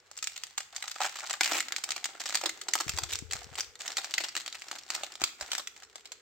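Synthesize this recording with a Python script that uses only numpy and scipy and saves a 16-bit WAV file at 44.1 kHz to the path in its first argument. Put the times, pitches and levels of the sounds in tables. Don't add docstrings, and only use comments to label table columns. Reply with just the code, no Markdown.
import sys
import numpy as np
from scipy import signal
from scipy.fft import rfft, irfft
from scipy.io import wavfile

SR = 44100
rng = np.random.default_rng(int(sys.argv[2]) if len(sys.argv) > 2 else 0)


def int16_out(signal):
    q = np.round(np.clip(np.atleast_2d(signal).T, -1, 1) * 32767)
    wavfile.write(sys.argv[1], SR, q.astype(np.int16))


N = 273861

# frequency in Hz, coherence from 0 to 1.
COHERENCE = [(50, 0.07), (250, 0.86), (600, 0.44), (1400, 0.27), (2800, 0.36), (5000, 0), (15000, 0.06)]
# frequency in Hz, gain in dB.
AIR_COLOUR = [(25, -19), (60, 3.5), (100, -1), (220, -10.5), (390, -7), (520, -5.5), (900, -6),
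              (1400, -0.5), (3000, -9), (7500, -22), (10000, -33), (16000, -43)]
# time in seconds, centre frequency in Hz, level in dB.
DRONE_PATH = [(0, 451.5, -72), (0.902, 450, -95), (3.08, 397.2, -58.5), (3.45, 465, -65.5),
              (4.799, 401, -80), (6.2, 440.6, -70)]
# frequency in Hz, seconds to fall by 60 dB.
ROOM_DECAY = [(150, 0.86), (500, 0), (1500, 0.65), (4000, 0.3), (8000, 0.4), (15000, 0.5)]
# frequency in Hz, gain in dB.
TAIL_COLOUR = [(150, 12), (420, -1), (700, 3), (1500, -5), (4000, 3.5), (8000, -2), (11000, -2)]
# start in seconds, level in dB, pitch in Hz, right over left in dB.
SOFT_BUMPS = [(2.864, -31, 135, -30), (2.885, -41, 70, -22), (2.932, -36, 69.4, -28),
              (3.026, -36, 114, -30), (3.222, -36.5, 265, -30), (3.216, -36, 94, -34),
              (3.344, -35, 92, -30), (3.465, -45, 126, -26), (3.513, -40.5, 125, -22),
              (5.215, -37, 277, -2), (5.225, -52.5, 80, 2), (5.413, -52, 60, 1)]
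# start in seconds, length in seconds, crinkle in dB, rustle in dB.
FINGER_STROKES = [(0.138, 0.38, -54.5, -75), (0.58, .02, -48.5, -54), (0.732, 0.29, -51, -57),
                  (1.007, 0.05, -42, -38.5), (1.083, 0.15, -46, -67), (1.212, .13, -46, -43.5),
                  (1.423, 0.17, -38.5, -51), (1.672, 0.51, -54, -48.5), (2.204, 0.17, -43.5, -55),
                  (2.43, 0.049, -51, -45), (2.55, 0.17, -53.5, -56), (2.74, 0.085, -45, -44.5),
                  (2.87, 0.28, -48.5, -52), (3.109, 0.039, -41, -55), (3.323, 0.033, -43.5, -48.5),
                  (3.36, .08, -51, -51.5), (3.489, 0.081, -53.5, -54), (3.577, 0.03, -41.5, -53),
                  (3.809, .11, -43.5, -48), (3.959, 0.11, -44.5, -49), (4.102, .18, -45, -51.5),
                  (4.363, 0.056, -44.5, -64), (4.452, 0.26, -54.5, -59), (4.659, 0.11, -46.5, -48.5),
                  (4.807, 0.088, -55, -56), (4.916, 0.13, -42.5, -46.5), (5.105, 0.027, -50, -52.5),
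                  (5.213, 0.042, -43, -43.5), (5.41, .03, -43, -43), (5.467, 0.12, -47, -53.5),
                  (5.765, .06, -54, -55), (5.962, 0.025, -54, -60), (6.05, 0.11, -58, -67)]
# frequency in Hz, gain in dB.
RUSTLE_COLOUR = [(60, -27.5), (200, -22), (370, -7), (520, -8.5), (760, 1), (1000, -7.5), (1400, -1.5),
                 (2500, -12), (6000, -32), (16000, -65)]
# frequency in Hz, gain in dB.
SEAM_COLOUR = [(100, -17), (250, -2.5), (500, -2.5), (800, 0.5), (1400, 0.5), (2400, 4.5), (4500, -14),
               (7600, -3.5), (10000, -19.5), (15000, -12)]
# start and end in seconds, level in dB, bass cutoff in Hz.
SEAM_PULLS = [(1.003, 1.079, -40, 735), (1.42, 1.5, -40, 820), (1.494, 1.593, -33, 324)]
# frequency in Hz, gain in dB.
SEALED_COLOUR = [(100, -11), (280, -9.5), (500, -3.5), (800, 1.5), (2000, 0)]
# frequency in Hz, gain in dB.
FOIL_COLOUR = [(80, -34.5), (200, -25.5), (350, -9), (460, -19), (590, -5.5), (770, -7), (1030, -7.5),
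               (1370, -5), (1900, -0.5), (3300, -2), (4400, -1), (5900, -2.5), (7600, 1), (8500, -8),
               (9900, -23), (13000, -17.5), (15500, -18)]
# centre in Hz, width in Hz, gain in dB.
PACK_MODES = [(776, 53, 4.5), (1290, 244, 6.5), (1920, 67, 2), (7200, 280, 2)]
# time in seconds, treble gain in dB.
SNAP_TREBLE = [(0.2, 4), (0.9, 2), (1.05, -3.5), (1.4, -1), (2.3, -0.5), (3.1, 6), (3.6, 3), (4.4, -4.5),
               (5.2, 2.5), (5.6, 1.5), (6.2, -3.5)]
# time in seconds, lag of the left microphone in samples.
LEFT_LAG = [(0, -2), (4, 0), (6, 4)]
# time in seconds, level in dB, nominal length in milliseconds,
# pitch of the facet in Hz, weight of the low body in dB.
BUCKLES = [(0.114, -46.5, .6, 6700, 18), (0.175, -39.5, 2.1, 6800, -20), (0.1886, -42.5, .5, 2800, -21),
           (0.226, -32.5, 1.8, 1320, -13), (0.2422, -33.5, .9, 6140, -23), (0.2724, -30.5, .5, 2600, -9),
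           (0.3614, -40, 2.8, 2820, -5), (0.377, -40, 1.97, 3260, -4), (0.436, -35, 1.55, 3060, -6.5),
           (0.578, -28.5, 2.8, 1300, 4), (0.6045, -38, 1.95, 1390, 8), (0.7635, -33.5, 2, 1230, -11),
           (0.8253, -34.5, 1.7, 1810, 2), (0.8403, -40, 2.1, 1300, 7), (0.88, -36, 1.16, 1340, -6.5),
           (0.9133, -36.5, 1.68, 1300, -24), (0.9606, -40.5, 1.93, 1200, 13), (1.005, -31.5, 2.7, 1220, 25),
           (1.0159, -30, 1.97, 950, 17.5), (1.0463, -29.5, 4.4, 1250, 7), (1.1575, -41.5, 2.8, 1390, 8),
           (1.1891, -41.5, .7, 1310, 9), (1.2965, -34.5, 5.6, 804, 1), (1.3387, -34, 1.3, 1410, 8),
           (1.3092, -30.5, 0.98, 7540, 12), (1.3304, -34.5, 1.6, 7760, -11),
           (1.4092, -21, 1.36, 2050, 10.5), (1.4339, -27.5, 1.87, 2840, -24), (1.4597, -29, 2, 2200, 2.5),
           (1.5197, -29, 1.67, 1710, 18.5), (1.5517, -33, 3.95, 2500, 19), (1.6046, -27, 2.3, 2000, 0),
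           (1.6844, -37.5, .6, 1960, -4), (1.7224, -30.5, .5, 1610, -10), (1.7635, -30, 0.66, 1280, -26),
           (1.7823, -39, 2.9, 810, 3), (1.8386, -30, 2.08, 980, -8), (1.8907, -36.5, .5, 1400, 5),
           (1.9066, -29.5, .4, 5330, -1), (1.9193, -31.5, .6, 2240, -11), (1.963, -34.5, 2.53, 870, 3),
           (1.9797, -42, .9, 1900, -10), (2.0427, -30, 1.54, 3580, -18), (2.0565, -31, 1.05, 820, -1),
           (2.2044, -40.5, 3.3, 800, 8), (2.2577, -32.5, 4.4, 4960, 11), (2.2955, -36.5, .7, 4700, 12),
           (2.326, -37.5, .7, 1400, 7), (2.3461, -29, 1.3, 1390, 1), (2.3543, -24, .5, 900, -8.5),
           (2.3717, -33, 2.1, 4740, -3), (2.4126, -36, 2.2, 1010, 8), (2.4374, -32, 3.25, 800, 17.5),
           (2.4584, -25.5, 2.34, 4100, 13), (2.4929, -31.5, 2.33, 2140, 5), (2.6142, -37, 2.42, 1370, -9),
           (2.6845, -30.5, 3.2, 3670, 9.5), (2.736, -23, 1.41, 1850, -17), (2.7541, -27, 3.4, 1020, 5),
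           (2.8021, -28, 4.9, 1130, 12.5), (2.8807, -36, 1.3, 1820, 11), (2.8939, -28.5, 2.1, 3160, 2),
           (2.9748, -35.5, 1.6, 2680, 8), (2.9859, -28, 1.7, 1000, 8), (3.0351, -31.5, 2.68, 4500, 12.5),
           (3.1202, -34, 6.3, 3180, -8), (3.1336, -31, 2.1, 2850, -21), (3.189, -37.5, .6, 6360, -10),
           (3.3109, -35, 2.65, 3800, -1), (3.3236, -35.5, 1.3, 6100, -16), (3.334, -30.5, .7, 1810, 0),
           (3.5545, -40, 1.63, 2780, 1), (3.5817, -35, 5.4, 794, 6), (3.607, -29.5, 1.9, 5600, 0),
           (3.7546, -47.5, 1.9, 3550, 4), (3.8587, -38, 6.8, 2100, 5), (3.8788, -34, 2.1, 5900, -10),
           (3.9692, -28, 4.6, 1190, -15), (3.982, -29.5, 4, 3470, 7.5), (4.045, -35.5, 1.64, 1520, 7),
           (4.1398, -27.5, .6, 3720, -11), (4.1799, -24.5, 2.66, 1830, -5), (4.204, -33.5, 2.94, 2820, 7.5),
           (4.238, -32, 5.66, 3900, 5), (4.2854, -37.5, 3, 4600, -9), (4.3529, -34.5, 1.26, 2080, 11),
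           (4.366, -30, 1.08, 980, -2), (4.3751, -35.5, 2.2, 7460, -5), (4.4621, -37.5, 1.7, 3800, 4),
           (4.4788, -36, .5, 3850, 2), (4.5272, -40, .9, 3800, -11), (4.547, -39.5, 6.7, 2550, 8.5),
           (4.6202, -41, .7, 2200, -4), (4.7137, -35, 2.2, 1000, 8.5), (4.9035, -30, 1.02, 5100, 5),
           (4.9498, -30.5, 2.7, 1030, -5), (5.0343, -32.5, 2.32, 3270, 11.5), (5.1548, -41.5, .7, 4030, 6),
           (5.2174, -32, 1.23, 2900, 18), (5.2392, -22, 2.08, 3400, 3.5), (5.4106, -34, 1.83, 4600, 16),
           (5.5173, -29.5, 2, 2820, -1), (5.5325, -31.5, 1.82, 3150, 9), (5.5513, -32.5, .6, 1800, 1),
           (5.5807, -31.5, 1.7, 800, -2), (5.5966, -37.5, 3.3, 1300, 13), (5.6732, -35.5, 1.82, 1580, -19),
           (5.8331, -47, 2.07, 5440, 5), (5.957, -41.5, 1.78, 7100, 6), (6.0554, -45, 2.25, 3770, 2),
           (6.1193, -39, 2.94, 7160, 2.5)]

LEAD = 200


def amp(db):
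    return 10 ** (np.asarray(db) / 20)


def unit_rms(x):
    return x / np.sqrt(np.mean(x ** 2) + 1e-20)


def curve_at(points, hz):
    f, value = np.transpose(points)
    return np.interp(np.log(hz + 1), np.log(f + 1), value)


def add(mix, start_s, sound):
    part = mix[:, max(round(start_s * SR), 0):][:, :sound.shape[1]]
    part += sound[:, :part.shape[1]]


def bins(size=2048):
    return np.fft.rfftfreq(size, 1 / SR)


def coloured(x, colour_db):
    log_gain = np.log(amp(np.r_[colour_db, colour_db[-2:0:-1]]))
    taps = np.fft.ifft(np.exp(np.conj(signal.hilbert(log_gain)))).real
    return signal.fftconvolve(x, taps[None], axes=1)[:, :x.shape[1]]


def diffuse_noise(size):
    left, unrelated = rfft(rng.standard_normal((2, size)))
    same = np.clip(curve_at(COHERENCE, bins(size)), 0, 1)
    right = same * left + np.sqrt(1 - same ** 2) * unrelated
    return irfft(np.array([left, right]), size)


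def air(level_db=-67.5):
    return amp(level_db) * unit_rms(coloured(diffuse_noise(N), curve_at(AIR_COLOUR, bins())))


def drone(width_hz=115):
    times, *columns = np.transpose(DRONE_PATH)
    hz, db = (np.interp(np.arange(N) / SR, times, column) for column in columns)
    slow = signal.sosfilt(signal.butter(2, width_hz / 2, fs=SR, output="sos"), rng.standard_normal((2, N)))
    carrier = np.exp(2j * np.pi * np.cumsum(hz) / SR)
    return amp(db) * unit_rms(((slow[0] + 1j * slow[1]) * carrier).real)


def reverberation(x, build_s=0.0031):
    hz, t, spectrum = signal.stft(diffuse_noise(SR // 2), SR, nperseg=256)
    fade_db = curve_at(TAIL_COLOUR, hz)[:, None] - 60 * t / curve_at(ROOM_DECAY, hz)[:, None]
    tail = signal.istft(spectrum * amp(fade_db), SR, nperseg=256)[1]
    tail *= 1 - np.exp(-(np.arange(tail.shape[1]) / SR / build_s) ** 2)
    return signal.fftconvolve(x, tail / np.linalg.norm(tail[0]), axes=1)[:, :N]


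def arm_brush(start_s=2.87, end_s=3.77, level_db=-46.5, fade_db_per_s=16.5, right_db=-22,
              edge_s=.02, lump_s=0.023, lump_db=4):
    t = np.arange(N) / SR
    band = signal.butter(3, [50, 95], "band", fs=SR, output="sos")
    rumble = unit_rms(signal.sosfilt(band, rng.standard_normal((2, N))))
    smoothing = signal.butter(2, .5 / lump_s, fs=SR, output="sos")
    lumps = unit_rms(signal.sosfilt(smoothing, rng.standard_normal(N)))
    gate = np.clip(np.minimum(t - start_s, end_s - t) / edge_s, 0, 1)
    db = level_db - fade_db_per_s * np.maximum(t - start_s, 0) + lump_db * np.tanh(lumps)
    return amp([db, db + right_db]) * gate * rumble


def soft_bumps(cycles=1.4, push_db=-2, scuff_db=-8, scuff_reach=2.93):
    out, t = np.zeros((2, N)), np.arange(SR // 5) / SR
    for start, db, hz, right_db in SOFT_BUMPS:
        push = amp(push_db) * np.sin(2 * np.pi * hz * t)
        band = signal.butter(3, [45, scuff_reach * hz], "band", fs=SR, output="sos")
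        scuff = amp(scuff_db) * unit_rms(signal.sosfilt(band, rng.standard_normal((2, len(t)))))
        age = 2 * t * hz / cycles
        envelope = (age * np.exp(1 - age)) ** 2
        add(out, start, amp([[db], [db + right_db]]) * envelope * (push + scuff))
    return out


def crease_flip(ring_s=0.0039, scatter_s=0.0049, scatter_db=-7.0, size=1536):
    t = np.arange(size) / SR
    lag = rng.integers(-1, 2)
    pulse = np.zeros((2, size))
    pulse[0, 2 + lag] = pulse[1, 2] = 1
    ring = np.exp(-t / ring_s)
    brightness = curve_at([(1200, -8), (3500, 1), (8000, -0.25), (11000, -0.4)], bins())
    shiver = coloured(unit_rms(diffuse_noise(size) * ring), brightness)
    scatter = unit_rms(diffuse_noise(size) * np.exp(-t / scatter_s) * (1 - ring))
    return pulse + (shiver + amp(scatter_db) * scatter) / np.sqrt(size)


def crackle(colour, per_s, spread_db, facet_db=6, facets=24):
    out, hz = np.zeros((2, N)), bins()
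    for ring_hz in np.geomspace(800, 8000, facets):
        heights = amp(spread_db * np.minimum(rng.exponential(1, N), 3.5)) * rng.choice([-1, 1], N)
        clicks = heights * (rng.random(N) < per_s / facets / SR)
        resonance = facet_db * np.exp(-4 * np.log2((hz + 1) / ring_hz) ** 2)
        response = coloured(crease_flip(ring_s=0.002, scatter_db=-4.5), curve_at(colour, hz) + resonance)
        out += signal.oaconvolve(clicks[None], response, axes=1)[:, :N]
    return unit_rms(out)


def finger_effort(grab_s=0.012, let_go_s=.033, held_crinkle_db=-62, held_rustle_db=-69,
                  settle_db=-26.5, settle_s=0.0088):
    t = np.arange(N) / SR
    crinkle, rustle = np.full(N, amp(held_crinkle_db)), np.full(N, amp(held_rustle_db))
    for start, length, crinkle_db, rustle_db in FINGER_STROKES:
        stroke = np.exp(-np.maximum(start - t, 0) / grab_s - np.maximum(t - start - length, 0) / let_go_s)
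        crinkle = np.maximum(crinkle, amp(crinkle_db) * stroke)
        rustle = np.maximum(rustle, amp(rustle_db) * stroke)
    jolts = np.zeros(N)
    for start, db, *_ in BUCKLES:
        jolts[round(start * SR)] = amp(db + settle_db)
    settling = signal.lfilter([1], [1, -np.exp(-1 / (settle_s * SR))], jolts)
    return np.hypot(crinkle, settling), rustle


def handling(crinkle_db=-5, ticks_db=1.5, rustle_db=-4, slide_db=-11, grip_db=-61):
    hz = bins()
    foil_effort, pack_effort = finger_effort()
    ticks = amp(ticks_db) * crackle(FOIL_COLOUR, per_s=75, spread_db=2.2)
    crinkle = amp(crinkle_db) * crackle(FOIL_COLOUR, per_s=290, spread_db=4.5)
    grip = foil_effort / (foil_effort + amp(grip_db))
    slide_colour = curve_at(FOIL_COLOUR, hz) + curve_at([(8000, -13), (11000, -11)], hz)
    slide = amp(slide_db) * unit_rms(coloured(diffuse_noise(N), slide_colour))
    rustle = amp(rustle_db) * crackle(RUSTLE_COLOUR, per_s=600, spread_db=7.0)
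    return foil_effort * (grip * (ticks + crinkle) + slide) + pack_effort * rustle


def seam_rips(edge_s=0.0066):
    out, t = np.zeros((2, N)), np.arange(N) / SR
    breaks = crackle(SEAM_COLOUR, per_s=780, spread_db=2.5)
    for start, end, db, cutoff_hz in SEAM_PULLS:
        pull = amp(db) * np.clip(np.minimum(t - start, end - t) / edge_s + .5, 0, 1)
        out += signal.sosfilt(signal.butter(4, cutoff_hz, "high", fs=SR, output="sos"), pull * breaks)
    return out


def pack_opening(foil, open_s=1.43, parting_s=0.14):
    torn = np.clip((np.arange(N) / SR - open_s) / parting_s + .5, 0, 1)
    return torn * foil + (1 - torn) * coloured(foil, curve_at(SEALED_COLOUR, bins()))


def crease_chain(length_ms, single_ms=1, follow_db=-8.0, strain_db=-31, size=4096, count=10):
    strain_place, follow_place = rng.random((2, count))
    strain_height, follow_height = rng.standard_normal((2, count))
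    chain = np.zeros(size)
    chain[(strain_place * LEAD).astype(int)] = amp(strain_db) * strain_height * strain_place
    chain[LEAD] = 1
    drag = np.clip(length_ms / single_ms - 1, 0, 4)
    delays = (follow_place * 1.5 * length_ms * SR / 1000).astype(int)
    chain[np.minimum(LEAD + 1 + delays, size - 1)] += amp(follow_db) * np.sqrt(drag) * follow_height
    return chain


def foil_snaps(gain_db=0.5, facet_db=5, facet_octaves=0.36, aim_db=1, sizzle_spread_db=2):
    out, hz = np.zeros((2, N)), bins()
    modes = sum(db / (1 + (2 * (hz - centre) / width) ** 2) for centre, width, db in PACK_MODES)
    foil = curve_at(FOIL_COLOUR, hz) + modes
    body = curve_at([(160, 0.13), (300, 0.84), (700, 0.8), (2200, 0.08)], hz)
    sizzle = curve_at([(3000, 0.092), (8000, 0.91)], hz)
    for start, db, length_ms, ring_hz, body_db in BUCKLES:
        facet = facet_db * np.exp(-.5 * (np.log2((hz + 1) / ring_hz) / facet_octaves) ** 2)
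        sizzle_db = np.interp(start, *np.transpose(SNAP_TREBLE)) + sizzle_spread_db * rng.uniform(-1, 1)
        snap = signal.fftconvolve(crease_chain(length_ms)[None], crease_flip(), axes=1)
        snap = coloured(snap, foil + facet + body_db * body + sizzle_db * sizzle)
        attack = snap[:, LEAD:LEAD + SR // 100]
        snap /= np.sqrt(np.mean(attack ** 2, axis=1, keepdims=True))
        snap[0] = np.roll(snap[0], round(np.interp(start, *np.transpose(LEFT_LAG))))
        aim = aim_db * rng.uniform(-1, 1) * np.array([[1], [-1]])
        add(out, start - LEAD / SR, amp(gain_db + db + aim) * snap)
    return out


def scene(room_db=-11):
    foil = pack_opening(foil_snaps() + handling() + seam_rips())
    return air() + foil + amp(room_db) * reverberation(foil) + soft_bumps() + arm_brush() + drone()


def record(dry, cutoff_hz=16000):
    taps = signal.firwin(255, cutoff_hz, window=("kaiser", 8), fs=SR)
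    return signal.oaconvolve(dry, taps[None], "same")


dry = scene()
out = record(dry)
int16_out(out)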